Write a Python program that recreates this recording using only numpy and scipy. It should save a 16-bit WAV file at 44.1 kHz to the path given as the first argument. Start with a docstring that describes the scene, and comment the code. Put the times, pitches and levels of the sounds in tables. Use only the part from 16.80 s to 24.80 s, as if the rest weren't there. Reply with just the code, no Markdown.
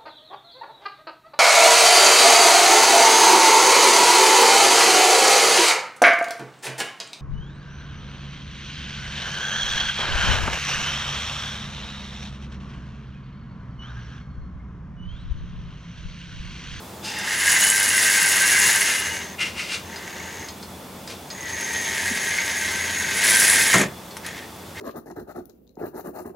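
"""Computer fans hum in a small room; a scrape and a ringing whirr precede a model tank locomotive's start.
It runs up a desk-top track: gears rattle and whine, wheels hiss, brushes squeak and hiss with a 100 Hz pulse.
It stops amid short scrapes like a controller's knob, creeps, comes back and tumbles off the near end.
The mechanism stirs faintly afterwards. Sources are shaped noise, random impacts, resonances and decaying tones."""
import sys
import numpy as np
from scipy import signal
from scipy.fft import rfft, irfft, next_fast_len
from scipy.io import wavfile
from scipy.ndimage import uniform_filter1d, map_coordinates

SR = 44100
rng = np.random.default_rng(int(sys.argv[2]) if len(sys.argv) > 2 else 0)


def write(x):
    x = np.atleast_2d(x).T
    wavfile.write(sys.argv[1], SR, np.round(np.clip(x, -1, 1) * 32767).astype(np.int16))

N = 352800
TIME = np.arange(N) / SR

# All levels in the tables are relative; later gains apply.
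# Fan rush spectrum: freq_hz, level_db
FAN_SPECTRUM = [(20, -38), (80, 1), (157, -4), (300, -2), (812, -6), (1090, -8.5), (1680, -15),
                (15800, -23.5)]
# Fan whirr bands: centre_hz, width_hz, level_db
FAN_WHIRR = [(85.5, 2.1, -52), (187, 29, -48), (883, 17, -58), (3440, 51, -56.5)]
# Diffuse room decay: freq_hz, t60_s
ROOM_DECAY = [(150, 0.37), (4000, 0.18), (14000, 0.054)]
# Straining motor: time_s, level_db
STRAIN_LEVEL = [(0.225, -52), (0.25, -36), (0.42, -35.5), (0.56, -44)]
# Chassis modes under strain: centre_hz, width_hz, level_db
STRAIN_MODES = [(861, 35, 2), (2750, 90, 1), (3580, 70, -5), (4940, 120, -3), (6160, 80, -8)]
# Dry scrapes: peak_s, rise_s (from -12 dB), fall_s (to -20 dB), ring_db, rasp_db
SCRAPE_EVENTS = [(0.254, 0.019, 0.42, -50, -33.5), (2.085, 0.055, 0.2, -29, -27),
                 (2.596, 0.0096, 0.052, -26.5, -39), (2.621, 0.016, 0.047, -19, -27.5),
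                 (2.665, 0.015, 0.11, -32.5, -35), (2.805, 0.04, 0.19, -30, -33),
                 (2.946, 0.052, 0.065, -33.5, -30), (4.305, 0.017, 0.093, -50, -37)]
# Small hollow housing, two equal resonances in cascade: centre_hz, half_width_hz (of each), level_db
HOUSING_MODES = [(1380, 130, -11), (2130, 120, -2), (2440, 160, -3), (2740, 110, 0)]
# Scrape rasp spectrum: freq_hz, level_db
SCRAPE_SPECTRUM = [(600, -25), (1400, -4), (3000, 0), (5100, -1), (10500, -12), (16000, -42)]
# Run up the track: time_s, rattle_db, hiss_db
OUTWARD_RUN = [(0.3, -38, -64), (0.48, -27, -35.5), (0.69, -20, -25), (0.88, -21.5, -22), (0.905, -25, -25),
               (1.26, -21.5, -23.5), (1.92, -21, -23), (2.26, -29.5, -33.5), (2.41, -33, -44),
               (2.56, -48, -65)]
# Run back: time_s, rattle_db, hiss_db
RETURN_RUN = [(4.501, -45, -57), (4.71, -33.5, -43.5), (5.229, -27, -35), (6.21, -27.5, -36.5),
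              (6.28, -27, -39.5), (6.46, -19, -24.5), (6.59, -19, -18.5), (6.93, -19.5, -25.5),
              (7.01, -23.5, -31), (7.07, -40, -47)]
# Motor barely turning: start_s, rise_s, hold_s, rattle_db
CRAWL_EVENTS = [(2.99, 0.17, 0.48, -38.8), (7.417, 0.036, .04, -35), (7.545, .015, .02, -38),
                (7.945, .025, .05, -37)]
# Gear rasp spectrum, forward: freq_hz, level_db
FORWARD_SPECTRUM = [(40, -54), (520, -22.5), (1000, -14.5), (1430, -12.5), (1580, -3.5), (2130, -2),
                    (2320, -18.5), (2800, -6), (3200, -14.5), (7000, -15), (12000, -44)]
# Gear rasp spectrum, reverse: freq_hz, level_db
REVERSE_SPECTRUM = [(40, -34), (150, -18.5), (1430, -16), (1650, -4.5), (2170, -4.5), (2340, -11),
                    (3100, -13), (5700, -16), (12000, -36)]
# Chassis modes under gear mesh: centre_hz, width_hz, level_db
CHASSIS_MODES = [(2490, 60, 0), (3150, 60, 2), (3490, 70, 0), (3700, 70, 2), (5920, 110, 3), (7560, 120, 1)]
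# Rattle bands, pitch by place: near_hz, middle_hz, far_hz, width_hz, level_db, wake_db (rattle at half response)
RATTLE_BANDS = [(2082, 2130, 2240, 46, -15, -66), (2046, 2030, 2090, 26, -6.5, -32),
                (1833, 1900, 1900, 39, -8.5, -64), (1882, 1600, 1810, 42, -10, -42.5),
                (1635, 1560, 1650, 27, -5.5, -28)]
# Low motor hum bands: centre_hz, width_hz, level_db
MOTOR_HUM_BANDS = [(910, 24, -1.5), (405, 45, -9)]
# Brief gear snags: start_s, level_db
SNAG_EVENTS = [(3.398, -29), (5.583, -14.5), (5.614, -24)]
# Snag spectrum: freq_hz, level_db
SNAG_SPECTRUM = [(1400, -35), (1900, 1), (2200, 11), (2600, -32), (9000, -35)]
# Rolling hiss spectrum: freq_hz, level_db
RAIL_SPECTRUM = [(2300, -18), (5000, -5), (7800, -2.5), (9000, -8.5), (10000, -1), (11300, -7),
                 (12200, -12.5), (15800, -18.5)]
# Motor brush hiss, response squared: centre_hz, width_hz (before squaring), level_db (before squaring)
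BRUSH_HISS_MODES = [(9880, 570, 12.5), (10960, 380, 3), (8700, 1900, 8)]
# Gear whine, outward: time_s, pitch_hz, level_db
OUTWARD_WHINE = [(0.35, 2880, -61), (0.76, 2954, -31), (0.98, 2990, -34), (1.2, 2694, -37),
                 (1.7, 2750, -34), (2.36, 2886, -38), (2.48, 2800, -56)]
# Gear whine, pulling away in reverse: time_s, pitch_hz, level_db
RETURN_WHINE = [(4.53, 2080, -57), (4.68, 1927, -36.5), (5.0, 1880, -32.5), (5.45, 1790, -43)]
# Wheel joint and coupling clicks: start_s, level_db
CLICK_EVENTS = [(0.3865, -33), (4.809, -34), (4.9327, -34), (7.368, -36), (7.4636, -32.5)]
# Click spectrum: freq_hz, level_db
CLICK_SPECTRUM = [(500, -10), (1500, 11), (6000, 2.5), (8000, 5), (11000, 10), (15000, -23)]
# Coupling modes: centre_hz, width_hz, level_db (over the dry click)
COUPLING_MODES = [(880, 27, 17), (5440, 35, 12), (5940, 40, 12)]
# Dull controller ticks: start_s, level_db
TICK_EVENTS = [(3.16, -39), (3.685, -36), (3.827, -40), (4.275, -36.5), (4.502, -36.5), (7.309, -43.5)]
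# Tick spectrum: freq_hz, level_db
TICK_SPECTRUM = [(600, -30), (1500, 1), (3000, -2), (4300, 5.5), (8500, -5), (14000, -26)]
# Controller case modes: centre_hz, width_hz, level_db (over the dry tick)
CASE_MODES = [(4310, 27, 6.2), (4970, 35, 11)]
# Brush squeak, outward: time_s, pitch_hz, level_db
OUTWARD_SQUEAK = [(0.48, 6500, -52), (0.69, 6760, -26.5), (0.88, 6710, -26), (0.92, 6660, -33),
                  (1.9, 6640, -28), (2.21, 6520, -37), (2.28, 6400, -36), (2.54, 6380, -47)]
# Brush squeak, crawling: time_s, pitch_hz, level_db
CRAWL_SQUEAK = [(3.03, 6400, -53), (3.31, 6520, -50), (3.38, 6660, -46), (3.66, 6450, -43),
                (3.76, 6600, -57)]
# Brush squeak, coming back: time_s, pitch_hz, level_db
RETURN_SQUEAK = [(4.46, 6500, -58), (4.51, 6590, -46.5), (4.85, 6450, -34.5), (6.3, 6570, -34.5),
                 (6.95, 6700, -31), (7.07, 6750, -54)]
# Ring of the late click: time_s, pitch_hz, level_db
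LATE_CLICK_RING = [(7.46, 6700, -43), (7.55, 6700, -55)]
# Very short bright snaps, like wheel sparks: start_s, level_db
SPARK_EVENTS = [(0.9017, -3), (6.984, -13), (7.0155, -13)]
# Spark spectrum: freq_hz, level_db
SPARK_SPECTRUM = [(4000, -25), (6000, -4), (8300, 0), (10000, -12), (15000, -22)]
# Soft desk bumps: start_s, pitch_hz, level_db
BUMP_EVENTS = [(1.872, 139, -28), (5.311, 237, -18.5)]
# Tumble off the track end: start_s, clack_db, thud_db
TUMBLE_KNOCKS = [(6.9402, -9.5, -26.5), (6.944, -24, -16), (6.956, -18, -21), (6.973, -35, -34),
                 (6.992, -21.5, -21), (7.012, -18, -25), (7.033, -26, -30)]
# Plastic clack spectrum: freq_hz, level_db
CLACK_SPECTRUM = [(400, -3), (1200, 15.5), (2500, 11), (5000, -5), (6700, 12), (8500, -2), (16000, -21)]
# Desk thud spectrum: freq_hz, level_db
DESK_SPECTRUM = [(30, -22), (95, -19), (135, 3), (270, -1), (480, -4), (800, -10), (4000, -60)]
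# Stereo width: freq_hz, side_db
SIDE_SPECTRUM = [(60, -29), (400, -11.0), (1500, -7.0), (9500, -9.0), (12000, -31)]

THROB_HZ, TOP_HZ, LOW_CUT_HZ = 100, 15870, 45
COAST_DB_PER_S, CRAWL_HISS_DB = 150.5, -16  # decay after a crawl; its hiss relative to rattle
REVERSE_S, SPEED_POWER = 3.6, 0.73  # direction switch; speed = effort ** power
NEAR_PAN_DB, FAR_PAN_DB, DESK_PAN_DB = -0.2, 1.4, 2.1  # left gain up, right gain down
FORWARD_DB, REVERSE_DB = -1.5, -2.5  # gear rasp
BRUSH_HISS_HALF_DB = -36.5  # run hiss at which the brush hiss share reaches half
SHIFT_SHARE, SHIFT_PER_S, SHIFT_DB = .011, 6, 3  # rattle band pitch scatter, wander rate, strength limit
WHINE_WIDTH_HZ, SQUEAK_WIDTH_HZ, SQUEAK_WANDER_HZ = 16.4, 92, 45


def amp(db):
    """Decibels to gain."""
    return 10 ** (np.asarray(db) / 20)


def unit(x):
    """Scale to rms 1."""
    return x / np.sqrt(np.mean(x ** 2) + 1e-20)


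def along(points, hz):
    """Interpolate (Hz, value) points on a log frequency axis."""
    freq_hz, value = np.transpose(points)
    return np.interp(np.log(hz + 1), np.log(freq_hz), value)


def wobble(rate_hz):
    """Smooth random curve with rate_hz knots a second."""
    knots = rng.standard_normal(int(N * rate_hz / SR) + 4)
    return map_coordinates(knots, [TIME * rate_hz])


def flutter(rate_hz, depth_db):
    """Smooth random gain bounded to +/- depth_db."""
    return amp(depth_db * np.tanh(wobble(rate_hz)))


def filtered(x, response):
    """Apply a complex frequency response."""
    size = next_fast_len(N + SR // 4, real=True)
    spectrum = rfft(x, size) * response(np.fft.rfftfreq(size, 1 / SR))
    return irfft(spectrum, size)[..., :N]


def colour(x, points, size=4096):
    """Minimum-phase, unit-energy filter following (Hz, dB) points."""
    cepstrum = irfft(np.log(amp(along(points, np.fft.rfftfreq(size, 1 / SR)))))
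    cepstrum[1:size // 2] *= 2
    cepstrum[size // 2 + 1:] = 0
    kernel = irfft(np.exp(rfft(cepstrum)))
    return signal.oaconvolve(x, kernel / np.linalg.norm(kernel))[:N]


def resonance(modes, hz):
    """Summed band-pass response of (Hz, width Hz, dB) modes."""
    return sum(amp(db) * 1j * hz * width / (centre ** 2 - hz * hz + 1j * hz * width)
               for centre, width, db in modes)


def ringing(x, modes):
    """Excite resonant modes, at rms 1."""
    return unit(filtered(x, lambda hz: resonance(modes, hz)))


def sliding(x, hz, width_hz):
    """Resonance whose centre follows hz, at rms 1: shift to 0 Hz, low-pass, shift back."""
    turn = np.exp(2j * np.pi * np.cumsum(hz) / SR)
    pole = np.exp(-np.pi * abs(width_hz) / SR)
    return unit((turn * signal.lfilter([1], [1, -pole], x * turn.conj())).real)


def impacts(rate_hz, spread_db):
    """Random signed impacts of uneven size, power held steady as the rate varies."""
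    chance, polarity = rng.random(N), rng.standard_normal(N)
    size = amp(spread_db * np.clip(rng.standard_normal(N), -2, 2))
    hits = (chance < rate_hz / SR) * np.sign(polarity) * size
    return unit(hits / np.sqrt(rate_hz))


def blows(rows, t60, spectrum):
    """Contacts at (s, dB) as exponentially dying noise bursts in the struck thing's colour."""
    envelope, t = np.zeros(N + SR), np.arange(SR // 2) / SR
    for start_s, db in rows:
        envelope[round(start_s * SR):][:len(t)] += amp(db - 60 * t / t60)
    return colour(envelope[:N] * rng.standard_normal(N), spectrum)


def throb(depth):
    """Rectified mains pushes the motor twice a cycle; rms 1."""
    return unit(np.exp(depth * np.cos(2 * np.pi * THROB_HZ * TIME)))


def gated_gain(time_s, level_db):
    """Gain along a dB curve, silent outside it."""
    return amp(np.interp(TIME, time_s, level_db, left=-np.inf, right=-np.inf))


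def contour(*curves):
    """Pitch and gain of successive (s, Hz, dB) curves, silent between them."""
    time_s, pitch_hz, _ = np.concatenate(curves).T
    gain = sum(gated_gain(t, db) for t, _, db in map(np.transpose, curves))
    return np.interp(TIME, time_s, pitch_hz), gain


def run_gain(column):
    """Smoothed rattle (1) or hiss (2) gain of both runs."""
    tables = [np.transpose(rows) for rows in (OUTWARD_RUN, RETURN_RUN)]
    gain = sum(gated_gain(table[0], table[column]) for table in tables)
    return np.abs(uniform_filter1d(gain, size=400))


def crawl_gain():
    """Crawls rise linearly, hold and coast down exponentially."""
    gain = np.zeros(N)
    for start_s, rise_s, hold_s, db in CRAWL_EVENTS:
        coast_s = np.maximum(TIME - start_s - rise_s - hold_s, 0)
        gain += amp(db - COAST_DB_PER_S * coast_s) * np.clip((TIME - start_s) / rise_s, 0, 1)
    return gain


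def motion():
    """Motor effort, run hiss and integrated place (0 near end, 1 far end)."""
    crawl = crawl_gain()
    effort = run_gain(column=1) + crawl
    hiss = run_gain(column=2) + amp(CRAWL_HISS_DB) * crawl
    travel = np.cumsum(np.sign(REVERSE_S - TIME) * effort ** SPEED_POWER)
    return effort, hiss, np.clip(travel / travel.max(), 0, 1)


def panned(x, left_db):
    """Raise left and lower right by left_db."""
    return np.array([x * amp(left_db), x * amp(-left_db)])


def fans():
    """Computer fans: shared and per-channel rush noise, plus narrow resonant whirr."""
    common = colour(rng.standard_normal(N), FAN_SPECTRUM)
    apart = np.array([colour(rng.standard_normal(N), FAN_SPECTRUM) for _ in range(2)])
    # narrower bands get more gain, for equal noise power
    bands = [(centre, width, db + 10 * np.log10(SR / np.pi / width)) for centre, width, db in FAN_WHIRR]
    whirr = filtered(rng.standard_normal(N), lambda hz: resonance(bands, hz))
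    return amp(-50.5) * common + amp(-37.5) * apart + whirr


def room(x):
    """Diffuse two-channel tail: noise decaying at a frequency-dependent rate."""
    hz, t, noise = signal.stft(rng.standard_normal((2, SR // 3)), SR, nperseg=256)
    decay = amp(-60 * t / along(ROOM_DECAY, hz)[:, None])
    tail = signal.istft(noise * decay, SR, nperseg=256)[1]
    delayed = np.pad(x, (200, 0))[None]  # samples
    return signal.oaconvolve(delayed, tail / np.linalg.norm(tail[0]), axes=1)[:, :N]


def scrapes():
    """Grainy friction: swelling random impacts ring a small hollow housing and rasp."""
    ring, rasp = np.zeros(N), np.zeros(N)
    for peak_s, rise_s, fall_s, ring_db, rasp_db in SCRAPE_EVENTS:
        t = TIME - peak_s
        swell = amp(np.where(t < 0, -12 * (t / rise_s) ** 2, -20 * t / fall_s))
        ring += amp(ring_db) * swell
        rasp += amp(rasp_db) * swell

    def housing_response(hz):
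        """Cascaded resonance pairs of the housing."""
        return sum(amp(db) * resonance([(centre, 2 * half_width, 0)], hz) ** 2
                   for centre, half_width, db in HOUSING_MODES)

    housing = unit(filtered(impacts(4300, spread_db=7.0), housing_response))
    grains = unit(colour(impacts(7000, spread_db=3.5), SCRAPE_SPECTRUM))
    return ring * housing * unit(flutter(50, depth_db=4.0)) + rasp * grains


def strain():
    """Ringing whirr as power comes on: throbbing impacts excite chassis modes."""
    gain = gated_gain(*np.transpose(STRAIN_LEVEL))
    return gain * ringing(impacts(5000, spread_db=-2.0) * throb(depth=0.27), STRAIN_MODES)


def rattle(clash, effort, place):
    """Rattle bands whose pitch slides with the engine's place, as desk reflections shift."""
    bands = np.zeros(N)
    for near_hz, middle_hz, far_hz, width_hz, db, wake_db in RATTLE_BANDS:
        track_hz = np.interp(place, [0, .5, 1], [near_hz, middle_hz, far_hz])
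        hz = track_hz * (1 + SHIFT_SHARE * wobble(SHIFT_PER_S))
        awake = effort / (effort + amp(wake_db))
        strength = amp(db) * awake * unit(flutter(SHIFT_PER_S, SHIFT_DB))
        bands += strength * sliding(clash, hz, width_hz)
    # steep low cut at 1440 Hz
    return filtered(bands, lambda hz: 1 / (1 + (1440 / (hz + 1)) ** 24))


def gears(effort, place):
    """Teeth clash across backlash, more often with effort: rasp, rattle bands and snags."""
    push = throb(depth=0.13)
    grains = impacts(500 + 20000 * effort, spread_db=5.0) + 1.01 * rng.standard_normal(N)
    mesh = grains * push * flutter(90, depth_db=2.5)
    mesh = filtered(mesh, lambda hz: 1 + 0.46 * resonance(CHASSIS_MODES, hz))
    backward = np.clip((TIME - REVERSE_S) * 10, 0, 1)  # other tooth flank bears in reverse
    forward_rasp = amp(FORWARD_DB) * (1 - backward) * unit(colour(mesh, FORWARD_SPECTRUM))
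    reverse_rasp = amp(REVERSE_DB) * backward * unit(colour(mesh, REVERSE_SPECTRUM))
    clash = impacts(250 + 4000 * effort, spread_db=3.0) * push * flutter(60, depth_db=3.0)
    bands = rattle(clash, effort, place)
    snags = blows(SNAG_EVENTS, t60=0.032, spectrum=SNAG_SPECTRUM)
    return effort * (forward_rasp + reverse_rasp + bands) + snags


def motor_hum(effort, place):
    """Low motor hum from resonant noise, present even at a crawl and stronger toward the far end."""
    gain = amp(-34.0) * effort ** 0.47 * (.5 + place)
    return gain * ringing(rng.standard_normal(N), MOTOR_HUM_BANDS)


def wheels(hiss):
    """Wheels grind over rail grit: impacts and noise, lightly throbbing."""
    grains = impacts(6000, spread_db=6.5) + 0.77 * rng.standard_normal(N)
    grit = unit(colour(grains, RAIL_SPECTRUM)) * throb(depth=0.1)
    return hiss * amp(-0.5) * grit * flutter(40, depth_db=3.0)


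def brush_hiss(hiss):
    """Motor brush hiss around 10 kHz, pulsing at 100 Hz and growing with speed."""
    pulses = rng.standard_normal(N) * throb(depth=1.1) * flutter(100, depth_db=6)
    band = unit(filtered(pulses, lambda hz: resonance(BRUSH_HISS_MODES, hz) ** 2))
    share = hiss / (hiss + amp(BRUSH_HISS_HALF_DB))
    return hiss * share * band


def whine():
    """Gear train sings in one narrow, grainy band that bends in pitch under load."""
    pitch_hz, gain = contour(OUTWARD_WHINE, RETURN_WHINE)
    return gain * sliding(impacts(900, spread_db=1.0) * throb(depth=0.54), pitch_hz, WHINE_WIDTH_HZ)


def clicks():
    """Bright wheel and coupling clicks and dull controller ticks, each burst with a short ring."""
    bright = blows(CLICK_EVENTS, t60=0.047, spectrum=CLICK_SPECTRUM)
    bright = filtered(bright, lambda hz: 1 + resonance(COUPLING_MODES, hz))
    dull = blows(TICK_EVENTS, t60=0.076, spectrum=TICK_SPECTRUM)
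    dull = filtered(dull, lambda hz: 1 + resonance(CASE_MODES, hz))
    return amp(5.5) * bright + amp(2.0) * dull


def squeaks_and_late_ring(effort):
    """Brushes catch on the commutator, squeaking or whistling; a late click rings in the same sliding band."""
    catch_cycles = np.cumsum(45 + 2500 * effort) / SR + 0.58 * wobble(30)
    catch = np.exp(1.3 * np.cos(2 * np.pi * catch_cycles))
    pitch_hz, gain = contour(OUTWARD_SQUEAK, CRAWL_SQUEAK, RETURN_SQUEAK, LATE_CLICK_RING)
    wandering_hz = pitch_hz + SQUEAK_WANDER_HZ * wobble(25)
    return gain * sliding(catch * rng.standard_normal(N), wandering_hz, SQUEAK_WIDTH_HZ)


def sparks():
    """Spark-like snaps: bright noise bursts dying within milliseconds."""
    return blows(SPARK_EVENTS, t60=.004, spectrum=SPARK_SPECTRUM)


def knocks():
    """Plastic clacks and desk thuds are noise bursts; soft bumps boom as damped sines."""
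    clack = blows([(s, db) for s, db, _ in TUMBLE_KNOCKS], t60=0.062, spectrum=CLACK_SPECTRUM)
    thud = blows([(s, db) for s, _, db in TUMBLE_KNOCKS], t60=.12, spectrum=DESK_SPECTRUM)
    boom = np.zeros(N)
    for start_s, pitch_hz, db in BUMP_EVENTS:
        t = np.maximum(TIME - start_s, 0)
        envelope = amp(db - 60 * t / 0.059) * (1 - np.exp(-t / 0.0027))
        boom += envelope * np.sin(2 * np.pi * pitch_hz * t)
    return clack + thud + boom


def scene():
    """Engine drifting left as it moves away, plus desk noises, room tail and fans."""
    effort, hiss, place = motion()
    engine = gears(effort, place) + motor_hum(effort, place) + whine() + strain()
    engine = engine + wheels(hiss) + brush_hiss(hiss) + squeaks_and_late_ring(effort)
    engine = amp(-0.25) * engine
    small = clicks() + scrapes()
    near = sparks() + knocks()
    engine_pan_db = NEAR_PAN_DB + place * (FAR_PAN_DB - NEAR_PAN_DB)
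    direct = panned(engine, engine_pan_db) + panned(small, DESK_PAN_DB) + panned(near, NEAR_PAN_DB)
    return direct + amp(-7.5) * room(engine + small + near) + fans()


def record(dry):
    """Closely spaced microphones: narrow stereo, near mono in bass and top, low cut and band limit."""
    mid = (dry[0] + dry[1]) / 2
    side = filtered((dry[0] - dry[1]) / 2, lambda hz: amp(along(SIDE_SPECTRUM, hz)))
    stereo = np.array([mid + side, mid - side])
    return filtered(stereo, lambda hz: (hz < TOP_HZ) * hz ** 2 / np.hypot(hz ** 2, LOW_CUT_HZ ** 2))


dry = scene()
out = record(dry)
write(out)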